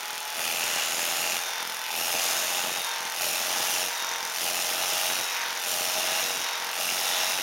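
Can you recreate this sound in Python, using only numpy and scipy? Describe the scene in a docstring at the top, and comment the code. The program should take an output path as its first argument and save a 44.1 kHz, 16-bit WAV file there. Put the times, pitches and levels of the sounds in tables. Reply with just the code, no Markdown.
"""At a kitchen worktop, heard close in one channel with a faint wash from the walls, an electric knife saws chicken.
It runs without a stop: the end of one slice, five whole slices and the start of another, on a wooden board.
A small motor turns a worm wheel that shuttles two blades about 40 to 46 times a second. In the air the loose
blades clatter, made of noise bursts; in the meat they are pressed tight, the motor sags, the gear sings in
repeating tooth flaws and the blades swish once a stroke in coloured noise. Drone, hum, mesh and whine are sines."""
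import sys
import numpy as np
from scipy import signal
from scipy.fft import rfft, irfft
from scipy.io import wavfile
from scipy.ndimage import uniform_filter1d

SR = 44100
rng = np.random.default_rng(int(sys.argv[2]) if len(sys.argv) > 2 else 0)


def file_out(sig):
    """Save sig as 16-bit WAV at sys.argv[1]."""
    # one column per channel
    cols = np.atleast_2d(sig).T
    # limit, then scale
    lim = np.clip(cols, -1, 1)
    pcm = np.round(lim * 32767).astype(np.int16)
    wavfile.write(sys.argv[1], SR, pcm)


N = 327222

# Partials of the drone that the regular clatter of the free blades makes:
# (order [multiples of the stroke rate]) and (relative level [dB])
DRONE_ORDERS = [11, 13, 14, 15, 16, 18, 19, 20, 23, 27, 28, 29, 33]
DRONE_PARTIAL_DB = [-16, -12, 0, -12, -4.5, -2, -10, -10, -13, -6.5, -9, -10, -12]
# Partials of the gear mesh: (order [multiples of the stroke rate]) and (relative level [dB])
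MESH_ORDERS = [21, 24, 30, 36]
MESH_PARTIAL_DB = [-1.3, -11, -9, -9]
HUM_ORDER, WHINE_ORDER = 10.5, 84  # multiples of the stroke rate

# Swells of the mesh tone and of the whine as the blades bite:
# (start [s], full [s], breaks off [s], level when full [dB], level at the end [dB])
MESH_SWELLS = [(-.1, 0, .34, -44.5, -45.5), (1.44, 1.54, 1.92, -46, -44), (2.8, 2.89, 3.13, -40.5, -46),
               (3.86, 3.93, 4.06, -44.5, -44), (4.06, 4.11, 4.36, -39.5, -50),
               (5.28, 5.39, 5.6, -43.5, -46), (6.37, 6.48, 6.72, -45, -44)]
WHINE_SWELLS = [(1.3, 1.48, 1.62, -42, -44.5), (1.72, 1.78, 1.93, -50, -49), (2.1, 2.35, 2.62, -48, -49),
                (2.62, 2.77, 2.92, -41, -42), (3.92, 4.0, 4.17, -40.5, -45), (4.85, 5.1, 5.17, -43, -43.5),
                (5.17, 5.21, 5.44, -41, -50), (5.98, 6.26, 6.57, -42.5, -43), (6.98, 7.22, 7.5, -42, -44)]
STEADY_WHINE_DB, STEADY_MESH_DB, RELEASE_S = -53, -58, .045

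# The slices: (blades enter [s], meat clamps them [s], fully buried [s], lifted out [s], drag [strokes/s])
SLICES = [(-.4, -.2, -.1, .366, 1.716), (1.311, 1.41, 1.593, 1.919, 2.953),
          (2.582, 2.83, 2.93, 3.165, 2.998), (3.799, 3.91, 4.042, 4.36, 3.238),
          (5.093, 5.24, 5.475, 5.63, 3.584), (6.199, 6.45, 6.52, 6.753, 3.267),
          (7.308, 7.5, 7.554, 7.8, 2.558)]
LIFT_S = .1  # time to pull the blades out of the meat
LEAN_S = .35  # the blades lean on the skin this long before they enter
CLAMP_S, CLAMP_SHARE = .03, .35  # how fast the clamp closes; its share (0-1) of the damping

# The motor creeps up to its top speed and answers a load with a lag
TOP_SPEED, START_SHORTFALL = 46.41, 3.77  # strokes/s
START_SAG = 2.37  # strokes/s lost to the cut already under way
RUN_UP_S, MOTOR_LAG_S = 3.014, .308
# The motor's one stumble: (start [s], slowest [s], speed lost [strokes/s], recovery [s])
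STUMBLE = (.72, .80, 3.26, .294)

# Base loudness of each part: (in the air [dB], entering [dB], buried [dB], per sag [dB per stroke/s],
# per run-up still to go [dB per stroke/s], per unit of swell [dB])
PART_LEVELS = { "clatter": (-35, -34, -41.5, 0.2, 0.44, -0.5), "gear": (-35, -36, -26, -3, -1.2, 3.5),
               "ring": (-35.5, -37, -37.5, -2.5, -1.44, 2),
               "swish": (-29.5, -32.5, -37.5, 0.03, -0.5, -0.05), "drone": (-41.8, -50, -57, -1.5, -2.1, 0),
               "hum": (-54.5, -53, -52.5, -1.5, -1.8, 0), }
ENTERING_DEPTH, BURIED_DEPTH = 0.2, 1  # depths (0-1) at which those levels are reached
# Slow random wavering in level of clatter, gear, ring, swish, drone and hum
WOBBLE_DB, WOBBLES_PER_S = 0.66, 7
# Moments when the gear noise and the blade ring swell, then ease: (time of the height [s], strength [1])
GEAR_RING_SWELLS = [(.8, 1.2), (2.33, 1.5), (3.55, 0.88), (4.93, 0.55), (6.06, 0.84), (7.165, 1.1)]
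SWELL_WIDTH_S = 0.14

# Blades snag in the meat: (time [s], spread [s], lift of the thump [dB])
SNAGS = [(.128, .012, 11), (.178, .012, 8), (1.675, .04, 12), (3.007, .012, 11), (3.053, .012, 15),
         (4.022, .012, 12), (4.11, .03, 9), (4.229, .012, 14), (5.4, .02, 8), (5.505, .03, 8),
         (6.608, .015, 11), (6.669, .012, 11)]
# Colour of the board under the meat: (frequency [Hz], relative level [dB])
THUMP_COLOUR = [(30, -34), (90, -12), (200, -3), (380, 0), (600, -5), (1500, -18), (6000, -42)]
THUMP_DB, THUMP_UNEVEN_DB, THUMP_PLACE = -62.5, 3, .29  # place in the stroke, 0-1

# Colour of the gear: (frequency [Hz], relative level [dB])
GEAR_COLOUR = [(30, -66), (80, -72), (250, -14.5), (450, -8), (850, 1.5), (1050, 1), (1400, 3.5), (2000, 2),
               (2700, -3), (3600, -3), (4400, -5.5), (6000, -7), (8000, -25.5), (16000, -23)]
# Resonances of the gear: (centre [Hz], width [Hz], lift, negative for a dip [dB])
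GEAR_MODES = [(935, 44, -0.061), (1560, 800, -1.8)]
GEAR_LOW_CUT_HZ = 400  # the small gear radiates no bass
RETURN_PLACE, RETURN_DB = .79, -4  # the slack closes again on the way back, relative to the way out

# Blades slap together on the skin: (time of the height [s], spread [s], level [dB])
SLAPS = [(1.0, .1, -41), (1.33, .06, -38.5), (2.2, .08, -43), (2.56, .08, -41), (3.82, .07, -42),
         (5.0, .12, -43), (6.15, .12, -43), (6.98, .12, -41)]
# Colour of the slaps: (frequency [Hz], relative level [dB])
SLAP_COLOUR = [(100, -40), (400, -14), (800, -2), (1500, -3), (2700, 4), (4000, -8), (7000, -9),
               (8000, -17), (16000, -24)]
SLAP_PLACE, SLAP_DECAY_S = .025, .0007

# Knocks of the loose blades: (place in the stroke [0-1], scatter [strokes], clack [relative dB],
# thud [relative dB])
KNOCKS = [(.005, .012, -1, -2), (.05, .012, 0, -2), (.35, .012, -5, 0), (.505, .012, -.5, -4),
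          (.59, .018, -1.5, 1), (.78, .012, -7, -20), (.87, .012, -6, -14)]
# Colour of the clatter: (frequency [Hz], relative level [dB])
CLATTER_COLOUR = [(25, -47), (45, -26), (85, -17.5), (200, -8.5), (440, -4.5), (620, 1), (815, 4),
                  (1030, -1.5), (1400, -0.5), (2000, 0), (3500, -4.5), (4500, -4), (7000, -2.5),
                  (16000, -17)]
# Resonances of blades and housing: (centre [Hz], width [Hz], lift, negative for a dip [dB])
BLADE_MODES = [(690, 110, 1), (837, 39, 4.5), (1305, 200, 3), (2500, 210, 5), (2826, 350, 8),
               (3530, 140, 7.5), (6730, 290, 13), (7350, 1930, -24.5)]
CUSHION_DB = -13  # level change of the thuds when the meat clamps fully
# Resonances the knocks bring out: (time of the height [s], spread [s], centre [Hz], width [Hz], level [dB])
RATTLES = [(.52, 0.13, 2460, 450, -43.5), (.8, 0.092, 3170, 1000, -39), (1.27, .1, 2740, 220, -43),
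           (2.0, 0.16, 2540, 350, -48), (2.3, .1, 3400, 800, -46), (2.5, .11, 2740, 220, -45),
           (3.3, 0.068, 2520, 350, -46), (3.52, .1, 3600, 500, -48), (3.77, 0.077, 2730, 200, -43),
           (4.55, 0.063, 2600, 500, -49), (4.95, 0.15, 2820, 240, -44), (5.38, 0.057, 2140, 700, -40),
           (6.05, .12, 3620, 500, -42), (6.1, .15, 2760, 220, -42.5), (6.87, .08, 2790, 260, -41),
           (7.17, 0.093, 3500, 550, -36), (7.3, .1, 2740, 240, -45)]

# Rubs in each stroke: (place [0-1], shift when bent [strokes], decay of power [strokes], in the air [relative dB],
# half buried [relative dB], buried [relative dB], extra into the ring [dB])
RUBS = [(.04, -.03, .07, 8, 14, 8, 0), (.17, 0, .06, 2, -8, -10, 4), (.375, -.1, .055, 9.5, 12, 18.5, -2),
        (.53, -.015, .055, 9.5, 12.5, 5, -3), (.61, .02, .06, 2, 1, 6, 6), (.72, .05, .045, -1, -3, 10, 1),
        (.87, -.07, .05, 6, 4, 0, -1)]
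RUB_ATTACK = .01  # strokes
KNOCK_GRIP, KNOCK_GRIP_S = 0.035, .002  # exponent and time: free blades rub harder while they knock
# Resonances the rubbing brings out: (time of the height [s], spread [s], centre [Hz], width [Hz], level [dB])
SQUEAKS = [(.36, .05, 9850, 400, -51), (.75, .1, 6100, 1500, -37), (1.03, 0.24, 6800, 450, -43),
           (1.1, .12, 12300, 500, -53), (1.25, 0.25, 9800, 450, -50), (1.88, .025, 2900, 900, -38),
           (2.07, .14, 12400, 600, -42), (2.2, .09, 10000, 400, -43), (2.25, 0.064, 5900, 1800, -33),
           (2.8, 0.051, 9850, 450, -44), (3.27, .08, 12700, 700, -41), (4.1, 0.28, 5930, 500, -41),
           (5.15, .07, 9900, 450, -43), (5.37, .04, 14050, 450, -47), (6.35, 0.099, 5940, 600, -43),
           (6.77, 0.03, 9850, 400, -47), (7.35, .1, 9780, 450, -52)]
# The blade ring follows the point where the blades touch: (time [s], centre [Hz])
RING_CENTRE = [(.45, 5880), (.7, 6623), (1.2, 6810), (1.5, 5900), (1.9, 5720), (2.25, 6550), (2.6, 6470),
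               (2.85, 5890), (7.42, 5744)]

# Colour of the swish: (frequency [Hz], relative level [dB])
SWISH_COLOUR = [(1000, -35.5), (3000, 3.5), (4600, 0), (5300, 4.5), (6300, 2), (7100, 1.5), (7900, -7),
                (8700, 0.5), (11000, -2), (13200, 0), (14300, -6.5), (16000, -4)]
# High resonances of the steel: (centre [Hz], width [Hz], lift [dB])
STEEL_MODES = [(6810, 440, 3), (9730, 550, 3.5), (12200, 700, 1)]
# The swish echoes along the steel from the point of contact, which slides as the blades sink and wander
ECHO_S, ECHO_SHARE = 0.000708, 0.27  # lag at depth 0 without wander; gain of the echo
ECHO_SLIDE, ECHO_WANDER = 0.27, 0.094  # shares of that lag

CUTOFF_HZ = 15800  # top of what the microphone channel passes


def from_db(db):
    """Decibels to gain."""
    return 10 ** (np.asarray(db) / 20)


def rms_one(x):
    """Scale to unit power."""
    return x / np.sqrt(np.mean(x ** 2) + 1e-20)


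def in_time(rows):
    """Each column of a curve at every sample."""
    s, *columns = np.transpose(rows)
    return [np.interp(np.arange(N) / SR, s, column) for column in columns]


def hump(s, width_s):
    """A smooth rise and fall around one moment, height 1."""
    return np.exp(-.5 * ((np.arange(N) / SR - s) / width_s) ** 2)


def drift(rate):
    """Smooth chance with rms 1, changing about rate times a second."""
    steps = np.arange(N) / SR * rate
    return rms_one(np.interp(steps, np.arange(N // 8), rng.standard_normal(N // 8)))


def highpass(x, order, hz):
    """Take out what lies below hz."""
    return signal.sosfilt(signal.butter(order, hz, "high", fs=SR, output="sos"), x)


def colour(x, spectrum, modes=()):
    """Pass through a causal (minimum-phase) body with this spectrum and these resonances; rms 1."""
    size = 8192
    hz = np.maximum(np.arange(size // 2 + 1) * SR / size, 1)
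    points = np.array(spectrum)
    db = np.interp(np.log(hz), np.log(points[:, 0]), points[:, 1])
    for centre, width, lift in modes:
        db = db + lift / (1 + (2 * (hz - centre) / width) ** 2)
    # folding the cepstrum onto positive times makes the response minimum-phase
    cepstrum = irfft(np.log(from_db(db)))
    response = irfft(np.exp(rfft(2 * cepstrum[:size // 2], size)))
    return rms_one(signal.oaconvolve(x, response[:size // 2])[:N])


def clicks_at(strokes, places, sizes):
    """One click wherever the running stroke count passes one of the places."""
    at = np.interp(places, strokes, np.arange(N), left=N, right=N).astype(int)
    return np.bincount(at.ravel(), sizes.ravel(), N + 1)[:N]


def rasp(clicks, decay):
    """Every contact scrapes for a moment: noise whose amplitude dies with a time constant of decay seconds."""
    power = signal.lfilter([1], [1, -np.exp(-2 / (decay * SR))], clicks ** 2 + 1e-18)
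    return rms_one(np.sqrt(power) * rng.standard_normal(N))


def resonances(drive, rows):
    """As the contact moves along the steel, one resonance after another swells and fades."""
    out = 0
    for s, spread_s, hz, width_hz, db in rows:
        edges = [hz - width_hz / 2, hz + width_hz / 2]
        band = signal.butter(1, edges, "band", fs=SR, output="sos")
        out = out + from_db(db) * hump(s, spread_s) * rms_one(signal.sosfilt(band, drive))
    return out


def kitchen(x, t60, wet_db):
    """Worktop and walls return a short, dull wash of decaying noise behind the close sound."""
    t = np.arange(SR // 2) / SR
    tail = rng.standard_normal(len(t)) * from_db(-60 * t / t60) * (t > .004)
    tail = signal.sosfilt(signal.butter(1, 5000, fs=SR, output="sos"), tail)
    return x + from_db(wet_db) * signal.oaconvolve(x, tail / np.linalg.norm(tail))[:N]


def cutting():
    """Each slice bends, takes in, clamps and frees the blades: depth, bend, clamp (0-1) and motor drag."""
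    t = np.arange(N) / SR
    depth, bend, clamp, drag = 0, 0, 0, 0
    for enter, clamped, buried, lifted, pull in SLICES:
        def course(start, full):
            return np.interp(t, [start, full, lifted - LIFT_S / 2, lifted + LIFT_S / 2], [0, 1, 1, 0])
        sunk = course(enter, buried)
        depth = depth + sunk
        bend = bend + course(enter - LEAN_S, buried)
        clamp = clamp + course(clamped - CLAMP_S, clamped)
        drag = drag + pull * sunk
    return depth, bend, clamp, drag


def motor(drag):
    """What holds the motor below top speed (strokes/s): sag under load, the slow run-up, the stumble."""
    t = np.arange(N) / SR
    keep = np.exp(-1 / (MOTOR_LAG_S * SR))
    sag = signal.lfilter([1 - keep], [1, -keep], drag) + START_SAG * np.exp(-t / MOTOR_LAG_S)
    shortfall = START_SHORTFALL * np.exp(-t / RUN_UP_S)
    start, slowest, lost, recovery = STUMBLE
    stumble = np.interp(t, [start, slowest], [0, lost]) * np.exp(-np.maximum(t - slowest, 0) / recovery)
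    return sag, shortfall, stumble


def swelling():
    """How far gear and ring swell."""
    return sum(strength * hump(s, SWELL_WIDTH_S) for s, strength in GEAR_RING_SWELLS)


def loudness(part, depth, sag, shortfall, swell):
    """A part's gain follows blade depth, how freely the motor runs and how far gear and ring swell."""
    air_db, entering_db, buried_db, sag_db, shortfall_db, swell_db = PART_LEVELS[part]
    db = np.interp(depth, [0, ENTERING_DEPTH, BURIED_DEPTH], [air_db, entering_db, buried_db])
    db = db + sag_db * sag + shortfall_db * shortfall + swell_db * swell
    return from_db(db + WOBBLE_DB * drift(WOBBLES_PER_S))


def tone(strokes, orders, levels_db, flutter, flutter_rate):
    """Sines locked to the drive, each fluttering in strength and phase."""
    out = 0
    for order, db in zip(orders, levels_db):
        angle = 2 * np.pi * (order * strokes + rng.random()) + flutter * drift(flutter_rate)
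        out = out + from_db(db) * (1 + flutter * drift(flutter_rate)) * np.sin(angle)
    return out * np.sqrt(2)


def singing(rows, steady_db):
    """Gain of a tone that is always faint, swells now and then, holds and breaks off."""
    t = np.arange(N) / SR
    swells = 0
    for start, full, stop, full_db, stop_db in rows:
        gains = [0, from_db(full_db), from_db(stop_db), 0]
        swells = swells + np.interp(t, [start, full, stop, stop + RELEASE_S], gains)
    return np.hypot(swells, from_db(steady_db))


def thumps(strokes, depth):
    """Buried blades tug at the meat once a stroke and thump the board, much harder where they snag."""
    turn = np.arange(int(strokes[-1]) + 1)
    uneven = from_db(THUMP_UNEVEN_DB * rng.standard_normal(len(turn)))
    tugs = clicks_at(strokes, turn + THUMP_PLACE, uneven)
    steady = clicks_at(strokes, turn + THUMP_PLACE, np.ones(len(turn)))
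    snagged = sum((from_db(db) - 1) * hump(s, spread_s) for s, spread_s, db in SNAGS)
    return from_db(THUMP_DB) * colour(-(depth * tugs + snagged * steady), THUMP_COLOUR)


def gear(strokes, depth, jitter, grind_db, bite_place, bite_db, low_cut_hz, size=1024):
    """The flaws of the teeth come round again every stroke; under load the slack closes with a knock."""
    # one stroke of tooth flaws: equal partials in random phase
    flaws = rms_one(irfft(np.exp(2j * np.pi * rng.random(size // 2 + 1)), 4 * size))
    turning = strokes + jitter * drift(300)
    buzz = np.interp(turning % 1, np.linspace(0, 1, len(flaws)), flaws) * (1 + 0.24 * drift(120))
    turn = np.arange(int(strokes[-1]))
    out = clicks_at(strokes, turn + bite_place, np.ones(len(turn)))
    back = clicks_at(strokes, turn + RETURN_PLACE, np.ones(len(turn)))
    bite = rasp(out + from_db(RETURN_DB) * back, decay=0.00055)
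    grind = from_db(grind_db) * (1 - 0.72 * depth) * rng.standard_normal(N)
    force = buzz + grind + from_db(bite_db) * depth * bite
    return colour(highpass(force, 2, low_cut_hz), GEAR_COLOUR, GEAR_MODES)


def slaps(strokes):
    """One short, hard clack per stroke while the blades rest on the skin."""
    turn = np.arange(int(strokes[-1]) + 1)
    contacts = clicks_at(strokes, turn + SLAP_PLACE, np.ones(len(turn)))
    clacks = colour(rasp(contacts, SLAP_DECAY_S), SLAP_COLOUR)
    return clacks * sum(from_db(db) * hump(s, spread_s) for s, spread_s, db in SLAPS)


def clatter(strokes, clamp, uneven_db, bounce_strokes, bounce_db, thud_db, cushion_db, decay, count=5):
    """Loose blades knock at set places in each stroke, and every knock chatters on in small bounces."""
    turn = np.arange(int(strokes[-1]) + 1)[:, None]
    knocks, bounces, blows = 0, 0, 0
    for place, scatter, clack_db, weight_db in KNOCKS:
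        when = turn + place + scatter * rng.standard_normal(turn.shape)
        size = from_db(clack_db + uneven_db * (2 * rng.random(turn.shape) - 1))
        knocks = knocks + clicks_at(strokes, when, size)
        later = bounce_strokes * rng.exponential(1, (len(turn), count))
        bounce_size = size * from_db(bounce_db) * rng.random(later.shape)
        bounces = bounces + clicks_at(strokes, when + later, bounce_size)
        weight = from_db(weight_db + 4.6 * rng.standard_normal(turn.shape))
        blows = blows + clicks_at(strokes, when, weight * rng.choice([-1, 1], turn.shape))
    scrapes = highpass(rasp(knocks + bounces, decay), 3, 440)
    # the knocks also thud through the handle, unless the meat cushions them
    handle = signal.butter(2, [50, 520], "band", fs=SR, output="sos")
    thuds = rms_one(signal.sosfilt(handle, blows))
    thud_gain = from_db(thud_db + cushion_db * clamp)
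    return colour(scrapes + thud_gain * thuds, CLATTER_COLOUR, BLADE_MODES)


def pressing(knocking, depth):
    """Each knock presses the free blades together for a moment, so they rub harder."""
    force = uniform_filter1d(knocking ** 2, size=int(KNOCK_GRIP_S * SR)) + 0.066
    return force ** (KNOCK_GRIP * (1 - depth))


def rubbing(strokes, depth, bend, between_db, grain_db, uneven_db, into_ring=False):
    """Steel slides on steel in bursts, sharp then dying; bending shifts where the blades touch."""
    power = from_db(between_db) ** 2
    for place, shift, length, air_db, entering_db, buried_db, ring_db in RUBS:
        since = (strokes - place - shift * bend + .5) % 1 - .5
        strength = np.interp(depth, [0, .5, 1], from_db([air_db, entering_db, buried_db]))
        strength = strength * from_db(ring_db * into_ring)
        fall = np.where(since < 0, .5 * (since / RUB_ATTACK) ** 2, since / length)
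        power = power + strength ** 2 * np.exp(-fall)
    # level the strokes against each other, keeping the shape within them
    power = power / uniform_filter1d(power, size=4000)
    return rms_one(np.sqrt(power) * from_db(grain_db * drift(2500) + uneven_db * drift(150)))


def blade_ring(rub, width_hz):
    """The rubbing feeds one broad resonance whose centre wanders."""
    (hz,) = in_time(RING_CENTRE)
    push = rub * (rng.standard_normal(N) + 1j * rng.standard_normal(N))
    band = signal.sosfilt(signal.butter(2, width_hz / 2, fs=SR, output="sos"), push)
    # shift the low band up to the moving centre
    return rms_one(np.real(band * np.exp(2j * np.pi * np.cumsum(hz) / SR)))


def sliding_echo(x, depth):
    """A very short echo gives the treble resonances that glide with the point of contact."""
    n = np.arange(N)
    lag = ECHO_S * SR * (1 + ECHO_SLIDE * depth + ECHO_WANDER * drift(5))
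    return rms_one(x + ECHO_SHARE * np.interp(n - lag, n, x))


def scene():
    """One drive moves every part of the knife."""
    depth, bend, clamp, drag = cutting()
    swell = swelling()
    sag, shortfall, stumble = motor(drag)
    speed = TOP_SPEED - shortfall - sag - stumble
    strokes = np.cumsum(speed * (1 + .0003 * drift(40))) / SR
    damping = (1 - CLAMP_SHARE) * depth + CLAMP_SHARE * clamp
    gain = {}
    for part in ("clatter", "gear", "ring", "swish"):
        gain[part] = loudness(part, damping, sag, shortfall, swell)
    # the drone and the hum also fade while the motor stumbles
    for part in ("drone", "hum"):
        gain[part] = loudness(part, depth, sag + stumble, shortfall, swell)

    drone = gain["drone"] * tone(strokes, DRONE_ORDERS, DRONE_PARTIAL_DB, flutter=.25, flutter_rate=40)
    hum = gain["hum"] * tone(strokes, [HUM_ORDER], [0], flutter=.15, flutter_rate=30)
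    mesh = tone(strokes, MESH_ORDERS, MESH_PARTIAL_DB, flutter=.27, flutter_rate=80)
    mesh = mesh * singing(MESH_SWELLS, STEADY_MESH_DB)
    whine = tone(strokes, [WHINE_ORDER], [0], flutter=.21, flutter_rate=90)
    whine = whine * singing(WHINE_SWELLS, STEADY_WHINE_DB)

    wheel = gain["gear"] * gear(strokes, depth, jitter=0.0013, grind_db=3.5, bite_place=.25, bite_db=-5.0,
                                low_cut_hz=GEAR_LOW_CUT_HZ)
    knocking = clatter(strokes, clamp, uneven_db=2.2, bounce_strokes=.042, bounce_db=-9.5, thud_db=-13.0,
                       cushion_db=CUSHION_DB, decay=0.0018)
    loose = gain["clatter"] * knocking + resonances(knocking, RATTLES) + slaps(strokes)

    press = pressing(knocking, depth)
    rub = press * rubbing(strokes, depth, bend, between_db=-1.0, grain_db=2.0, uneven_db=0.6)
    friction = colour(rub * rng.standard_normal(N), SWISH_COLOUR, STEEL_MODES)
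    swish = gain["swish"] * sliding_echo(friction, depth)
    squeaks = resonances(rub * rng.standard_normal(N), SQUEAKS)
    ring_rub = press * rubbing(strokes, depth, bend, between_db=-8, grain_db=2, uneven_db=1.2, into_ring=True)
    ring = gain["ring"] * blade_ring(ring_rub, width_hz=1060)

    contacts = loose + wheel + swish + squeaks + ring + thumps(strokes, depth)
    # only the contacts reach the room wash; the tones stay dry
    return (kitchen(contacts, t60=0.28, wet_db=-14.5) + drone + hum + mesh + whine)[None]


def record(dry):
    """The microphone channel rounds the highest peaks and cuts the deepest bass and the top."""
    top = .21  # amplitude that the rounded peaks approach
    rounded = highpass(top * np.tanh(dry / top), 2, 40)
    return signal.sosfilt(signal.ellip(12, .1, 90, CUTOFF_HZ, fs=SR, output="sos"), rounded)


dry = scene()
out = record(dry)
file_out(out)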